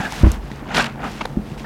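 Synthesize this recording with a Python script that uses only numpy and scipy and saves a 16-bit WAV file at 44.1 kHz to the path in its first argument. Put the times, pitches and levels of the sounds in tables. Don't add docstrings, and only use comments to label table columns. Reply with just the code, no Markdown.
import sys
import numpy as np
from scipy import signal
from scipy.fft import rfft, irfft
from scipy.io import wavfile
from scipy.ndimage import uniform_filter1d, minimum_filter1d

SR = 44100
rng = np.random.default_rng(int(sys.argv[2]) if len(sys.argv) > 2 else 0)


def unload_audio(sound):
    columns = np.transpose(np.atleast_2d(sound))
    steps = np.round(np.clip(columns, -1, 1) * 32767)
    wavfile.write(sys.argv[1], SR, steps.astype(np.int16))


N = 72765
T = np.arange(N) / SR

# frequency in Hz, level in dB.
WATER_TONE = [(40, -34), (110, -15.5), (160, 2.5), (220, 5.5), (330, -8), (480, -8), (760, 0), (1050, -5),
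              (1480, -3.5), (2050, -7), (2700, -8.5), (4000, -16.5), (7000, -22.5), (15000, -49)]
# time of full flow in seconds, level in dB, seconds to rise
# by 20 dB, seconds to hold, seconds to fall by 20 dB, treble tilt in dB per octave.
SQUEEZE_STROKES = [(.003, -28, 0.11, 0.07, 0.061, -0.5), (0.136, -33.5, 0.035, 0.22, 0.048, -6.5),
                   (0.235, -23.5, 0.0045, 0.011, 0.056, -7), (0.724, -27, 0.12, 0.023, 0.041, -2.5),
                   (0.747, -21.5, 0.0082, 0.016, 0.065, -2), (0.767, -16, 0.028, 0.038, 0.054, 0.5),
                   (0.826, -32.5, 0.022, 0.037, 0.16, -3.5), (0.998, -32.5, 0.057, 0.026, 0.046, -4.5),
                   (1.043, -26, 0.039, 0.032, 0.05, -5), (1.19, -39, 0.083, 0.057, 0.036, 0.5),
                   (1.648, -28.5, 0.014, 0.0085, 0.079, -6.5)]


def squelch():
    cloud = bubbles(count=7000, low_hz=150, high_hz=14000, cycles=26, glide=.1, scatter_db=2.6)
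    return presses(cloud, WATER_TONE, SQUEEZE_STROKES)


# start in seconds, level in dB, pitch in Hz,
# seconds to fade by 60 dB.
AIR_POCKETS = [(.001, -9.5, 152, 0.032), (0.21, -17.5, 140, 0.12), (0.514, -23.5, 213, 0.075),
               (0.623, -25.5, 289, 0.097), (0.754, -9.5, 206, 0.026), (0.791, -20.5, 225, 0.31),
               (1.05, -26, 263, 0.11), (1.218, -17.5, 223, 0.052), (1.2525, -16, 490, 0.029),
               (1.517, -17.5, 152, 0.067)]


def glugs(swell_s=0.0016, rise_per_s=0.34):
    out = np.zeros(N)
    for at, db, hz, t60 in AIR_POCKETS:
        age = np.maximum(T - at, 0)
        ring = np.sin(2 * np.pi * hz * age * (1 + rise_per_s * age))
        out += undb(db) * ring * np.minimum(age / swell_s, 1) * fade(age, t60)
    return out


# frequency in Hz, level in dB.
FOAM_TONE = [(500, -14), (1500, 5), (2800, 3), (5500, -4), (8000, -10), (15500, -21)]
# the same six values as a squeeze, then the level of the
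# crackle against the sizzle in dB.
FOAM_PRESSES = [(.01, -42.5, 0.11, 0.066, 0.093, 3.5, -23), (0.109, -34.5, 0.031, 0.12, 0.028, 1.5, -7.5),
                (0.268, -39.5, 0.07, 0.075, 0.06, 2.5, -7), (0.448, -46.5, 0.12, 0.15, 0.055, -1, -5),
                (0.744, -24, 0.0052, 0.038, 0.1, 0, 26), (0.826, -29, 0.034, 0.045, 0.015, -6.5, 8),
                (1.045, -41, 0.045, 0.1, 0.34, 1, -0.5), (1.477, -47, 0.16, 0.07, 0.055, 0.5, -7),
                (1.579, -42.5, 0.012, 0.015, 0.19, 1, -5)]


def foam():
    sizzle = bubbles(count=22000, low_hz=780, high_hz=15700, cycles=9, glide=.06, scatter_db=2)
    crackle = bubbles(count=3500, low_hz=900, high_hz=13000, cycles=6, glide=.06, scatter_db=3.2)
    return sum(presses(sizzle + undb(crackle_db) * crackle, FOAM_TONE, [press])
               for *press, crackle_db in FOAM_PRESSES)


# start in seconds, level in dB, pitch in Hz, seconds to fade # by 60 dB,
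# level of the band-filtered snap against the ring in dB.
BURSTS = [(.0055, -15, 700, .012, -2), (.027, -24, 1700, .01, -3), (.054, -22, 1600, .008, 3),
          (.1225, -18, 900, .025, -2), (.123, -28, 5500, .009, 9), (.318, -25, 7000, .0028, 15),
          (.5155, -24, 1900, .014, 0), (.559, -39, 5500, .006, 7), (.7465, -13, 900, .014, 1),
          (.772, -15, 4500, .009, 2), (.785, -24, 7000, .008, 6), (.8245, -19, 2700, .012, 5),
          (.8435, -17, 3000, .01, 3), (.8592, -24, 3800, .011, 3), (.8668, -21, 2900, .011, 3),
          (.958, -24, 900, .012, -6), (1.2558, -33, 10000, .005, 7), (1.596, -29, 2500, .01, 3)]


def pops(longest_snap_s=0.024):
    out = np.zeros(N)
    for at, db, hz, t60, snap_db in BURSTS:
        age = T - at
        snap_hz = 1700 + 0.55 * hz
        noise = rng.standard_normal(N) * fade(age, min(longest_snap_s, t60))
        snap = resonate_twice(noise, snap_hz, width_hz=1.3 * snap_hz)
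        ring = np.sin(2 * np.pi * hz * age) * fade(age, t60)
        out += undb(db) * (ring + undb(snap_db) * snap)
    return out


# pitch in Hz, level in dB, seconds to fade by 60 dB.
TRAY_NOTES = [(44.94, -13, 1), (64.3, -18.5, 0.69), (61, 4.5, 0.15), (89.3, 2.5, 0.12), (178, -13, 0.11),
              (213.7, -9.5, 0.21), (243, -2, 0.056), (319.5, -9, 0.13), (574, -5, 0.05)]
# start in seconds,
# strength in dB, change to the bass notes in dB, length of the push in seconds.
THUMPS = [(0.2332, 1, -1.5, 0.0026), (0.2677, -9.5, -3, 0.0021), (1.369, 2, -28, 0.0059)]


def tray_thumps(bass_below_hz=120):
    out = np.zeros(N)
    for at, db, bass_db, push_s in THUMPS:
        age = T - at
        push = np.sin(np.pi / 2 * np.clip(age / push_s, 0, 1)) ** 2
        for hz, note_db, t60 in TRAY_NOTES:
            softening = np.hypot(1, (hz * push_s) ** 3)
            gain = undb(db + note_db + bass_db * (hz < bass_below_hz)) / softening
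            out -= gain * push * np.cos(2 * np.pi * hz * (age - push_s / 2)) * fade(age, t60)
    return out


# start in seconds, length in seconds, level in dB,
# first pitch in Hz, last pitch in Hz.
HAND_HOLLOWS = [(0, .066, -30, 760, 790), (.002, .03, -35, 1560, 1520), (.036, .044, -28, 1660, 1580),
                (.768, .022, -21, 1500, 1250), (.79, .022, -20, 1350, 1650), (1.03, .035, -31, 1150, 1350)]


def hollows(width_hz=160):
    out = np.zeros(N)
    for at, length, db, first_hz, last_hz in HAND_HOLLOWS:
        progress = (T - at) / length
        hz = first_hz + (last_hz - first_hz) * np.clip(progress, 0, 1)
        gush = unit(soften(rng.standard_normal((2, N)), width_hz / 2))
        ring = (gush[0] + 1j * gush[1]) * np.exp(2j * np.pi * np.cumsum(hz) / SR)
        swell = np.exp(-(2 * progress - 1) ** 4)
        out += undb(db) * ring.real * swell
    return out


# start in seconds, length in seconds, level in dB, low and
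# high pitch in Hz, then the high ring and the spray against the low ring in dB, before softening.
AIR_SPURTS = [(1.2079, 0.013, -21.5, 920, 2220, -6, -14.5), (1.2532, 0.0058, -21, 860, 3800, -3.5, -4)]


def spurts(flutter_hz=700, ring_width_hz=300):
    out = np.zeros(N)
    for at, length, db, low_hz, high_hz, high_db, spray_db in AIR_SPURTS:
        puffs = np.zeros(N)
        count = max(int(length * flutter_hz), 2)
        for k, (late, size) in enumerate(rng.random((32, 2))[:count]):
            puffs[int((at + (k + late) / count * length) * SR)] += .5 + size
        opening = np.exp(-((T - at) / length * 2 - 1) ** 6 / 2)
        low = unit(opening * resonate(puffs, low_hz, ring_width_hz))
        high = unit(opening * resonate(puffs, high_hz, ring_width_hz))
        spray = unit(opening * resonate_twice(rng.standard_normal(N), hz=1800, width_hz=2600))
        spit = unit(low + undb(high_db) * high + undb(spray_db) * spray)
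        out += undb(db) * np.sqrt(length * SR / N) * spit
    return soften(out, above_hz=3700)


# frequency in Hz, level in dB.
LAPPING_TONE = [(40, -74), (100, 4.5), (180, -0.5), (270, 1.5), (380, -2.5), (600, -9.5), (850, -7.5),
                (1500, -17), (3000, -28.5), (8000, -55)]


def lapping(level_db=-36.5):
    cloud = bubbles(count=5000, low_hz=120, high_hz=7000, cycles=10, glide=.09, scatter_db=3.5)
    return undb(level_db) * unit(colour(cloud, LAPPING_TONE))


# pitch in Hz, width of the band in Hz, level in dB.
HUM_BANDS = [(45.3, 21, -38), (139, 11, -40.5), (218.5, 15, -42.5)]
# frequency in Hz, level in dB.
ROOM_TONE = [(44, -41), (80, 1.5), (200, -20), (500, -7), (1500, -18.5), (4000, -35), (9000, -36),
             (16000, -38)]


def room(noise_db=-44.5):
    hum = sum(undb(db) * unit(resonate_twice(rng.standard_normal(N), hz, width))
              for hz, width, db in HUM_BANDS)
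    return hum + undb(noise_db) * unit(colour(rng.standard_normal(N), ROOM_TONE))


def bubbles(count, low_hz, high_hz, cycles, glide, scatter_db):
    when, place, size, life = rng.random((count, 4)).T
    hz = (np.sqrt(low_hz) + place * (np.sqrt(high_hz) - np.sqrt(low_hz))) ** 2
    t60 = cycles * (.5 + life) / hz
    gain = undb(-scatter_db * np.log(np.maximum(size, np.exp(-4)))) * hz ** .75
    length = (t60 * SR).astype(int) + 2
    k = np.repeat(np.arange(count), length)
    step = np.arange(len(k)) - (np.cumsum(length) - length)[k]
    age = step / SR
    phase = 2 * np.pi * hz[k] * age * (1 + glide * age / t60[k] / 2)
    ring = gain[k] * np.sin(phase) * fade(age, t60[k])
    position = ((when * N).astype(int)[k] + step) % N
    return unit(np.bincount(position, ring, N))


def presses(cloud, tone, table):
    out = np.zeros(N)
    for at, db, rise, hold, fall, tilt in table:
        drop_db = 20 * (np.maximum(at - T, 0) / rise + np.maximum(T - at - hold, 0) / fall)
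        shifted = np.roll(cloud, rng.integers(N))
        out += undb(db - drop_db) * unit(colour(shifted, tone, tilt))
    return out


def colour(x, tone, tilt_db=0):
    size = 2 * N
    octave = np.log2(np.maximum(np.fft.rfftfreq(size, 1 / SR), 1))
    hz, db = np.array(tone, float).T
    above = np.maximum(octave - np.log2(1000), 0)
    gain = undb(np.interp(octave, np.log2(hz), db) + tilt_db * above)
    cepstrum = irfft(np.log(gain))
    cepstrum[1:N] *= 2
    cepstrum[N + 1:] = 0
    return irfft(rfft(x, size) * np.exp(rfft(cepstrum)))[:N]


def resonate(x, hz, width_hz):
    return signal.lfilter(*signal.iirpeak(hz, hz / min(width_hz, SR / 4), fs=SR), x)


def resonate_twice(x, hz, width_hz):
    return resonate(resonate(x, hz, width_hz), hz, width_hz)


def soften(x, above_hz):
    return signal.sosfilt(signal.butter(2, above_hz, fs=SR, output="sos"), x)


def fade(age, t60):
    return (age >= 0) * np.exp(-np.log(1000) * np.maximum(age, 0) / t60)


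def undb(db):
    return 10 ** (np.asarray(db) / 20)


def unit(x):
    return x / np.sqrt(np.mean(x ** 2) + 1e-18)


def scene():
    mix = squelch() + hollows() + foam() + spurts() + pops() + glugs() + tray_thumps()
    return (mix + lapping() + room())[None]


def record(dry, rumble_hz=24, top_hz=15900):
    sound = signal.sosfilt(signal.butter(2, rumble_hz, "high", fs=SR, output="sos"), dry)
    safe_gain = 1 / np.maximum(np.abs(sound), 1)
    smooth_gain = uniform_filter1d(minimum_filter1d(safe_gain, size=64), size=64)
    return signal.sosfilt(signal.ellip(10, .2, 80, top_hz, fs=SR, output="sos"), smooth_gain * sound)


dry = scene()
out = record(dry)
unload_audio(out)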